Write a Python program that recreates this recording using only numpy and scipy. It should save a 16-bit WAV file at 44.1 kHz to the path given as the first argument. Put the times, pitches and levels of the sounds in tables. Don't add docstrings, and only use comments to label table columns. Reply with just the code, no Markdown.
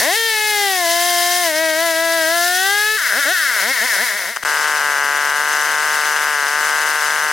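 import sys
import numpy as np
from scipy import signal
from scipy.fft import rfft, irfft, next_fast_len
from scipy.io import wavfile
from scipy.ndimage import uniform_filter1d, map_coordinates

SR = 44100
rng = np.random.default_rng(int(sys.argv[2]) if len(sys.argv) > 2 else 0)


def ratio(d):
    e = np.asarray(d, float) / 20
    return 10 ** e


def store_pcm(level_fs):
    pcm = np.round(np.clip(level_fs, -1, 1) * 32767).astype(np.int16)
    wavfile.write(sys.argv[1], SR, np.atleast_2d(pcm).T)


N = 322812
T = np.arange(N) / SR


def unit(x):
    return x / np.sqrt(np.mean(x ** 2) + 1e-20)


def steady(x):
    return x / np.sqrt(np.abs(uniform_filter1d(x ** 2, size=2200)) + 1e-12)


def along(points, hz):
    f, v = np.transpose(points)
    return np.interp(np.log(hz + 1), np.log(f + 1), v)


def curves(rows):
    s, *columns = np.transpose(sorted(rows))
    return [np.interp(T, s, column) for column in columns]


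def wobble(rate):
    knots = rng.standard_normal(int(N * rate / SR) + 4)
    return map_coordinates(knots, [T * rate])


def filtered(x, response):
    m = next_fast_len(N + 8192)
    return irfft(rfft(x, m) * response(np.fft.rfftfreq(m, 1 / SR)), m)[..., :N]


def modes(table, cut_hz):
    def response(f):
        total = 0
        for k, (centre, width, db) in enumerate(table):
            damping = 1j * f * width
            total = total + (-1) ** k * ratio(db) * damping / (centre * centre - f * f + damping)
        return total * f * f / (f * f - cut_hz ** 2 - 1j * np.sqrt(2) * f * cut_hz)
    return response


def dip(centre, width, dip_db):
    return lambda hz: ratio(dip_db * np.exp(-((hz - centre) / width * 2) ** 2))


def pulses(turns, size_db, jitter_s):
    k = np.arange(1, len(size_db) + 1)
    at = (np.interp(k, turns, T) + jitter_s) * SR
    taps = np.floor(at)[:, None] + np.arange(-7, 9)
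    kernel = np.sinc(taps - at[:, None]) * np.hanning(18)[1:-1]
    kernel = ratio(size_db)[:, None] * kernel
    return np.bincount(np.clip(taps, 0, N).astype(int).ravel(), kernel.ravel(), N + 1)[:N]


def at_turns(v, turns):
    return np.interp(np.arange(int(turns[-1])), turns, v)


def per_turn_chance(turns):
    return rng.standard_normal(int(turns[-1]))


# (time [s], speed lost [Hz], level [dB])
SNAGS = [
    (1.525, 33, -2),
    (1.742, 18, -1),
    (1.94, 14, -1.5),
    (2.25, 21, 0),
]


def snags():
    s, lost_hz, db = np.transpose(SNAGS)[:, :, None]
    bog_s, recover_s, choke_s = .1, .1, .024
    bog = np.clip(1 - np.maximum((s - T) / bog_s, (T - s) / recover_s), 0, 1)
    choke_db = db * np.exp(-((T - s) / choke_s) ** 2)
    return (lost_hz * bog).sum(0), choke_db.sum(0)


# (time [s], crank speed [turns/s], effort [dB], chain bite [dB], intake load [dB])
CUT = [(.17, 456, -19, -0.5, -1), (.26, 453, -18.5, -2, -1), (.37, 429, -19, -2, -2),
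       (.49, 424.4, -19, -1, -1.5), (.64, 403, -18.5, -3, 0), (.76, 368.4, -21, 2, -1.5),
       (.86, 336, -22, 2.5, 1.5), (1.08, 352.8, -22.5, 5, 1.5), (1.17, 348, -22.5, 5, 2),
       (1.39, 356, -22, 4.5, 0), (1.64, 322, -20.5, -3, 0.5), (1.85, 339, -21.5, 1, 0.5),
       (2.1, 329.5, -21, -1.5, -0.5), (2.4, 344.8, -21, 1.5, 0), (2.57, 366.5, -21.5, 2.5, -2),
       (2.729, 406.7, -20.5, 0, -0.5), (2.9, 432, -19.5, -2, -7.5), (2.968, 434, -21, 0, -15)]
# (opening time [s], speed from [turns/s], shutting time [s], top speed [turns/s], effort [dB])
BLIPS = [
    (3.13, 191.8, 3.2, 292, -20),
    (3.25, 265.7, 3.33, 382.5, -19.5),
    (3.612, 184.1, 3.72, 273.8, -19.5),
    (3.805, 209.8, 3.86, 259.9, -19.5),
    (3.975, 181.1, 4.04, 254.7, -19.5),
    (4.129, 195.2, 4.161, 207.6, -20),
    (4.258, 166, 4.322, 238.6, -17),
]
# (time [s], level [dB])
FADE = [(4.08, 2.5), (4.3, -5.5), (4.36, -11.5), (4.45, -20.5)]


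def throttle():
    hz, effort_db, bite_db, load_db = curves(CUT)
    lost_hz, choke_db = snags()
    first_s, first_hz = CUT[0][:2]
    exit_s, exit_hz = CUT[-1][:2]
    first_pull = 166 + (first_hz - 166) * (T / first_s) ** .85
    hz = np.where(T < first_s, first_pull, hz - lost_hz)
    opened = (T < exit_s) * 1.
    shut_s, top_hz = exit_s, exit_hz
    last_s, last_hz = 4.45, 171
    for open_s, low_hz, next_shut_s, next_top_hz, _ in BLIPS + [(last_s, last_hz, 9, last_hz, 0)]:
        bend = .78 if shut_s == exit_s else 1.05
        fall = np.clip((T - shut_s) / (open_s - shut_s), 0, 1) ** bend
        rise = np.clip((T - open_s) / (next_shut_s - open_s), 0, 1)
        rise = rise + .61 * (rise ** 2 * (3 - 2 * rise) - rise)
        speed = top_hz * (low_hz / top_hz) ** fall + (next_top_hz - low_hz) * rise
        hz = np.where(T >= shut_s, speed, hz)
        opened[(T >= open_s) & (T < min(next_shut_s, last_s))] = 1
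        shut_s, top_hz = next_shut_s, next_top_hz
    cut_effort = [(s, db) for s, _, db, _, _ in CUT]
    blip_effort = [((open_s + close_s) / 2, db) for open_s, _, close_s, _, db in BLIPS]
    effort_db, = curves(cut_effort + blip_effort)
    effort_db = effort_db + choke_db + curves(FADE)[0]
    cutting = T < exit_s
    bite_db = np.where(cutting, bite_db, -1.5)
    bite_db = bite_db + 3.5 * np.exp(-T / .045)
    load_db = np.where(cutting, load_db, -4.5)
    flap_s = .01503
    opened = np.clip(uniform_filter1d(opened, size=max(round(flap_s * SR), 1)), 0, 1)
    return hz, effort_db, bite_db, load_db, opened


# (frequency [Hz], width [Hz], level [dB])
MUFFLER_FACING = [(1170, 230, -6), (1510, 282, 3), (1782, 278, 5), (2020, 205, -1.5)]
MUFFLER_ASIDE = [(977, 87, -7.5), (1805, 346, 2.5), (1960, 375, 3.5), (2180, 227, -2.5)]
# (time [s], share [0-1])
ASIDE = [(0, 1), (.5, 1), (1.45, 0.86), (1.6, 0.63), (2.8, 0.02), (3.05, 0.34), (3.4, 0.16), (3.7, 0.74),
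         (4.4, 0.73)]


def exhaust(hz, turns, opened):
    uneven = (250 / at_turns(hz, turns)) ** 2
    shut = at_turns(opened < .5, turns)
    size_db = .9 * uneven * per_turn_chance(turns)
    jitter_s = 1.8e-5 * uneven * (1 + .9 * shut) * per_turn_chance(turns)
    blows = pulses(turns, size_db, jitter_s)
    hiss = np.interp(turns, np.arange(len(shut)), .25 + 1.2 * shut)
    puffs = hiss * np.exp(-4 * (turns % 1)) * rng.standard_normal(N)
    pops = filtered(blows + .055 * puffs, modes([(1700, 2600, 0)], cut_hz=800))
    aside = np.clip(curves(ASIDE)[0], 0, 1)
    facing_sound = steady(filtered(pops, modes(MUFFLER_FACING, cut_hz=940)))
    aside_sound = steady(filtered(pops, modes(MUFFLER_ASIDE, cut_hz=940)))
    level_db = -4.5 * aside - .5 * np.log2(hz / 330)
    return ratio(level_db) * steady((1 - aside) * facing_sound + aside * aside_sound)


# (frequency [Hz], width [Hz], level [dB])
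INTAKE = [(410, 310, -9), (665, 181, 1.5), (1070, 150, -11)]
# (crank speed [turns/s], level [dB])
HONK_OPEN = [(170, -9.5), (260, -6.5), (330, -1.5), (400, -5), (430, -8), (455, -16)]
HONK_SHUT = [(170, -13), (215, -18), (250, -23), (300, -23.5), (400, -27)]
# (time [s], share [0-1])
UNLOADING = [(2.38, 0.92), (2.55, 0.3)]


def intake(hz, turns, load_db, opened):
    shut = at_turns(opened < .5, turns)
    size_db = (.3 + 3.5 * shut) * per_turn_chance(turns)
    delay_s = (.7 - .7 * shut) / at_turns(hz, turns) + 1.5e-4 * shut * per_turn_chance(turns)
    gulps = pulses(turns, size_db, delay_s)
    loaded, = curves(UNLOADING)
    full = filtered(gulps, modes(INTAKE, cut_hz=350))
    thin = filtered(gulps, modes(INTAKE[:2], cut_hz=280))
    level_db = opened * (along(HONK_OPEN, hz) + load_db) + (1 - opened) * along(HONK_SHUT, hz)
    return ratio(level_db) * steady(loaded * full + (1 - loaded) * thin)


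# (frequency [Hz], width [Hz], level [dB])
CASING = [(2575, 94, 5), (3184, 143, 2), (3590, 330, -2.5), (3905, 160, 1), (4390, 270, -5.5),
          (5250, 79, -11.5)]


def casing(hz, turns, opened):
    blows = pulses(turns + .6, .78 * per_turn_chance(turns), 0)
    shell, broad = modes(CASING, cut_hz=2200), modes([(3600, 3000, 0)], cut_hz=1800)
    scream = filtered(blows, lambda f: shell(f) * broad(f))
    level_db = -11 - 2.5 * (1 - opened) + 7 * np.log2(hz / 330)
    return ratio(level_db) * steady(scream)


# (crank speed [turns/s], level [dB])
SPROCKET = [(180, -12), (205, -8.5), (225, -3.5), (270, -6), (330, -18), (455, -30)]
# (time [s], level [dB])
FREE_WHINE = [(.15, -10), (3, -11), (3.12, 6), (3.17, -6), (3.4, -10), (3.5, -4.5), (4.05, -1), (4.15, -12)]


def sprocket(hz, turns):
    level_db = along(SPROCKET, hz) + curves(FREE_WHINE)[0] + 1.5 * wobble(9)
    return ratio(level_db) * np.sqrt(2) * np.sin(2 * np.pi * 8 * turns + .3 * wobble(40))


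# (crank speed [turns/s], level [dB])
BREATH = [(190, -30.5), (260, -22.5), (325, -18.5), (350, -25), (405, -12), (435, -12), (455, -9.5)]


def crankcase(hz, turns, opened):
    level_db = along(BREATH, hz) - 11 * (1 - opened)
    return ratio(level_db) * np.sqrt(2) * np.sin(2 * np.pi * turns)


def cutters(turns, bite_db):
    out_of_wood = (T > CUT[-1][0]) | (T < CUT[0][0])
    level_db = -22 + 3.2 * bite_db - 30 * out_of_wood
    return ratio(level_db) * np.sqrt(2) * np.sin(18 * np.pi * turns)


# (frequency [Hz], width [Hz], level [dB])
HOUSING = [(3030, 23, -5), (4070, 37, -23), (5020, 135, 0.5), (6140, 35, 9.5), (7660, 62, 0),
           (8620, 120, -3.5), (9800, 230, -1.5), (11160, 64, 2)]
# (frequency [Hz], coherence [0-1])
ALIKE = [(60, 0.24), (500, 0.92), (2000, 1), (4000, 0.81), (12000, 0.71)]


def rasp(spectrum, turns, beat, patchy_db, ring_db):
    z = signal.stft(rng.standard_normal((2, N)), nperseg=256)[2]
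    field = uniform_filter1d(rng.standard_normal(z.shape[1:]), size=4, axis=0)
    field = uniform_filter1d(field, size=6, axis=1)
    pair = signal.istft(z * ratio(patchy_db * unit(field)), nperseg=256)[1][:, :N]
    pair = pair * (1 + beat * np.cos(2 * np.pi * turns))
    pair = pair * ratio(.12 * wobble(8.2) + .86 * wobble(60))
    housing = modes(HOUSING, cut_hz=900)

    def mid_side(hz):
        angle = np.arccos(np.clip(along(ALIKE, hz), -1, 1)) / 2
        colour = ratio(along(spectrum, hz)) * (1 + ratio(ring_db) * np.abs(housing(hz)))
        return colour * [np.cos(angle), np.sin(angle)]

    mid, side = filtered(pair, mid_side)
    return unit(np.array([mid + side, mid - side]))


# (frequency [Hz], spectral level [dB])
RASP_FAR = [(100, -45), (400, -27), (800, -31), (1600, -4), (2400, -5), (3900, -3), (5200, -0.5),
            (8200, -6), (9700, -3.5), (16000, -9)]


def revving():
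    hz, effort_db, bite_db, load_db, opened = throttle()
    turns = .9 + np.cumsum(hz) / SR
    tones = intake(hz, turns, load_db, opened) + exhaust(hz, turns, opened)
    tones = tones + casing(hz, turns, opened) + sprocket(hz, turns)
    tones = ratio(effort_db) * tones
    loaded, = curves(UNLOADING)
    tones = loaded * tones + (1 - loaded) * filtered(tones, dip(1102, 79, -13))
    tones = filtered(tones, dip(1264, 150, -5))
    tones = tones + ratio(effort_db) * (crankcase(hz, turns, opened) + cutters(turns, bite_db))
    noise = rasp(RASP_FAR, turns, beat=.073, patchy_db=1.0, ring_db=-9)
    return tones + ratio(effort_db + bite_db - 3.5) * noise


# (frequency [Hz], spectral level [dB])
RUMBLE = [(12, -30), (20, 0), (60, -5), (200, -1), (260, 1), (440, -120)]
# (time [s], level [dB])
THUMPS = [
    (.002, -16),
    (4.263, -41),
    (4.438, -20),
]


def rumble():
    noise = rng.standard_normal((3, N))
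    shared, left, right = filtered(noise, lambda hz: ratio(along(RUMBLE, hz)))
    bumps = -sum(ratio(db) * np.exp(-((T - s) / .00025) ** 2) for s, db in THUMPS)
    air = unit(np.array([shared + .9 * left, shared + .9 * right]))
    return bumps + ratio(-64 + 2.5 * wobble(6)) * air


# (time [s], crank speed [turns/s], exhaust level [dB])
IDLE = [(4.46, 149.8, -21.5), (4.63, 151.4, -22), (5.05, 143, -21.5), (5.4, 148.7, -22), (5.9, 151.5, -22),
        (6.25, 149.5, -22), (6.43, 145.4, -22), (6.65, 150.5, -22), (7.3, 151.2, -22.5)]
# (time [s], duration [s])
MISFIRES = [
    (5.99, .035),
    (6.29, .12),
    (6.485, .04),
    (6.975, .04),
]
# (frequency [Hz], width [Hz], level [dB])
MUFFLER_NEAR = [(425, 118, -4.5), (888, 290, -1), (1185, 590, -2), (1588, 165, 3.5), (1998, 154, -4.5),
                (2930, 320, -10.5)]
# (frequency [Hz], spectral level [dB])
RASP_NEAR = [(100, -35), (300, -18), (800, -6.5), (1600, 0), (2400, -2.5), (3000, -5.5), (3800, -6.5),
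             (6200, -5.5), (9000, -9.5), (12500, -12), (16000, -18.5)]


def idling():
    hz, exhaust_db = curves(IDLE)
    rasp_db = exhaust_db - 2 + .3 * (hz - hz[T > IDLE[0][0]].mean())
    near_s = FLICKER[-1][0]
    hz = hz * (1 + .005 * wobble(10) * (T > near_s))
    turns = np.cumsum(hz) / SR
    turns += np.ceil(turns[-1]) - turns[-1] - np.interp(near_s, T, turns - turns[-1]) % 1
    chance = rng.standard_normal((int(turns[-1]), 3))
    count = len(chance)
    gaps = 3 + (chance[:, 2] > 1.3).astype(int) - (chance[:, 2] < -1.3)
    gap = np.repeat(gaps, gaps)[:count]
    since = np.arange(count) - np.repeat(np.cumsum(gaps) - gaps, gaps)[:count]
    jolt_s = 2.1e-4 * ratio(2.5 * np.repeat(chance[:, 0], gaps)[:count])
    turn_s = np.interp(np.arange(count) + 1, turns, T)
    missed = [(turn_s > s) & (turn_s < s + length) for s, length in MISFIRES]
    firing = ~np.any(missed, axis=0)
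    late_s = np.cumsum((.55 + .45 * firing) * jolt_s * (since - (gap - 1) / 2)) + 2e-5 * chance[:, 1]
    late_s = late_s - late_s[round(np.interp(near_s, T, turns)) - 1]
    burn = firing & (since == gap - 1)
    pops = pulses(turns, 1.6 * burn + .37 * chance[:, 0], late_s)
    muffler, broad = modes(MUFFLER_NEAR, cut_hz=300), modes([(1500, 1800, 0)], cut_hz=200)
    ground_echo = dip(783, 36, -11)
    exhaust_sound = filtered(pops, lambda f: muffler(f) * broad(f) * ground_echo(f))
    body = modes([(156, 49, -5.5), (230, 110, -2.5), (400, 176, 5.0)], cut_hz=150)
    thud = filtered(pulses(turns, 16 * burn, late_s), body)
    tones = unit(exhaust_sound) + ratio(-23.5) * unit(thud)
    noise = rasp(RASP_NEAR, turns + .095, beat=.21, patchy_db=.9, ring_db=-1.5)
    return -ratio(exhaust_db + 3.5) * tones + ratio(rasp_db) * noise


# (start time [s], end time [s], lag [ms], level [dB])
FLICKER = [
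    (4.36, 4.372, .3, -3),
    (4.4265, 4.4383, 1.3, -3.5),
    (4.4493, 8, 0, 0),
]


def scene():
    mix, near = revving(), idling()
    for start, end, lag_ms, db in FLICKER:
        shifted = np.roll(near, round(lag_ms * SR / 1000), axis=1)
        mix = np.where((T >= start) & (T < end), ratio(db) * shifted, mix)
    return mix + rumble()


# (frequency [Hz], level difference [dB])
LEAN = [(60, 1), (180, 6.5), (550, 5), (1650, 4.5), (4970, 2), (15000, 0.5)]


def microphones(dry):
    body = dip(2423, 234, -5)

    def response(hz):
        sides = ratio(np.outer([.5, -.5], along(LEAN, hz)))
        return body(hz) * (hz < 16000) * sides

    return filtered(dry, response)


def band_limit(x):
    return signal.sosfilt(signal.butter(12, 17070, fs=SR, output="sos"), x)


def record(dry):
    finished = microphones(dry)
    return band_limit(finished)


dry = scene()
out = record(dry)
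store_pcm(out)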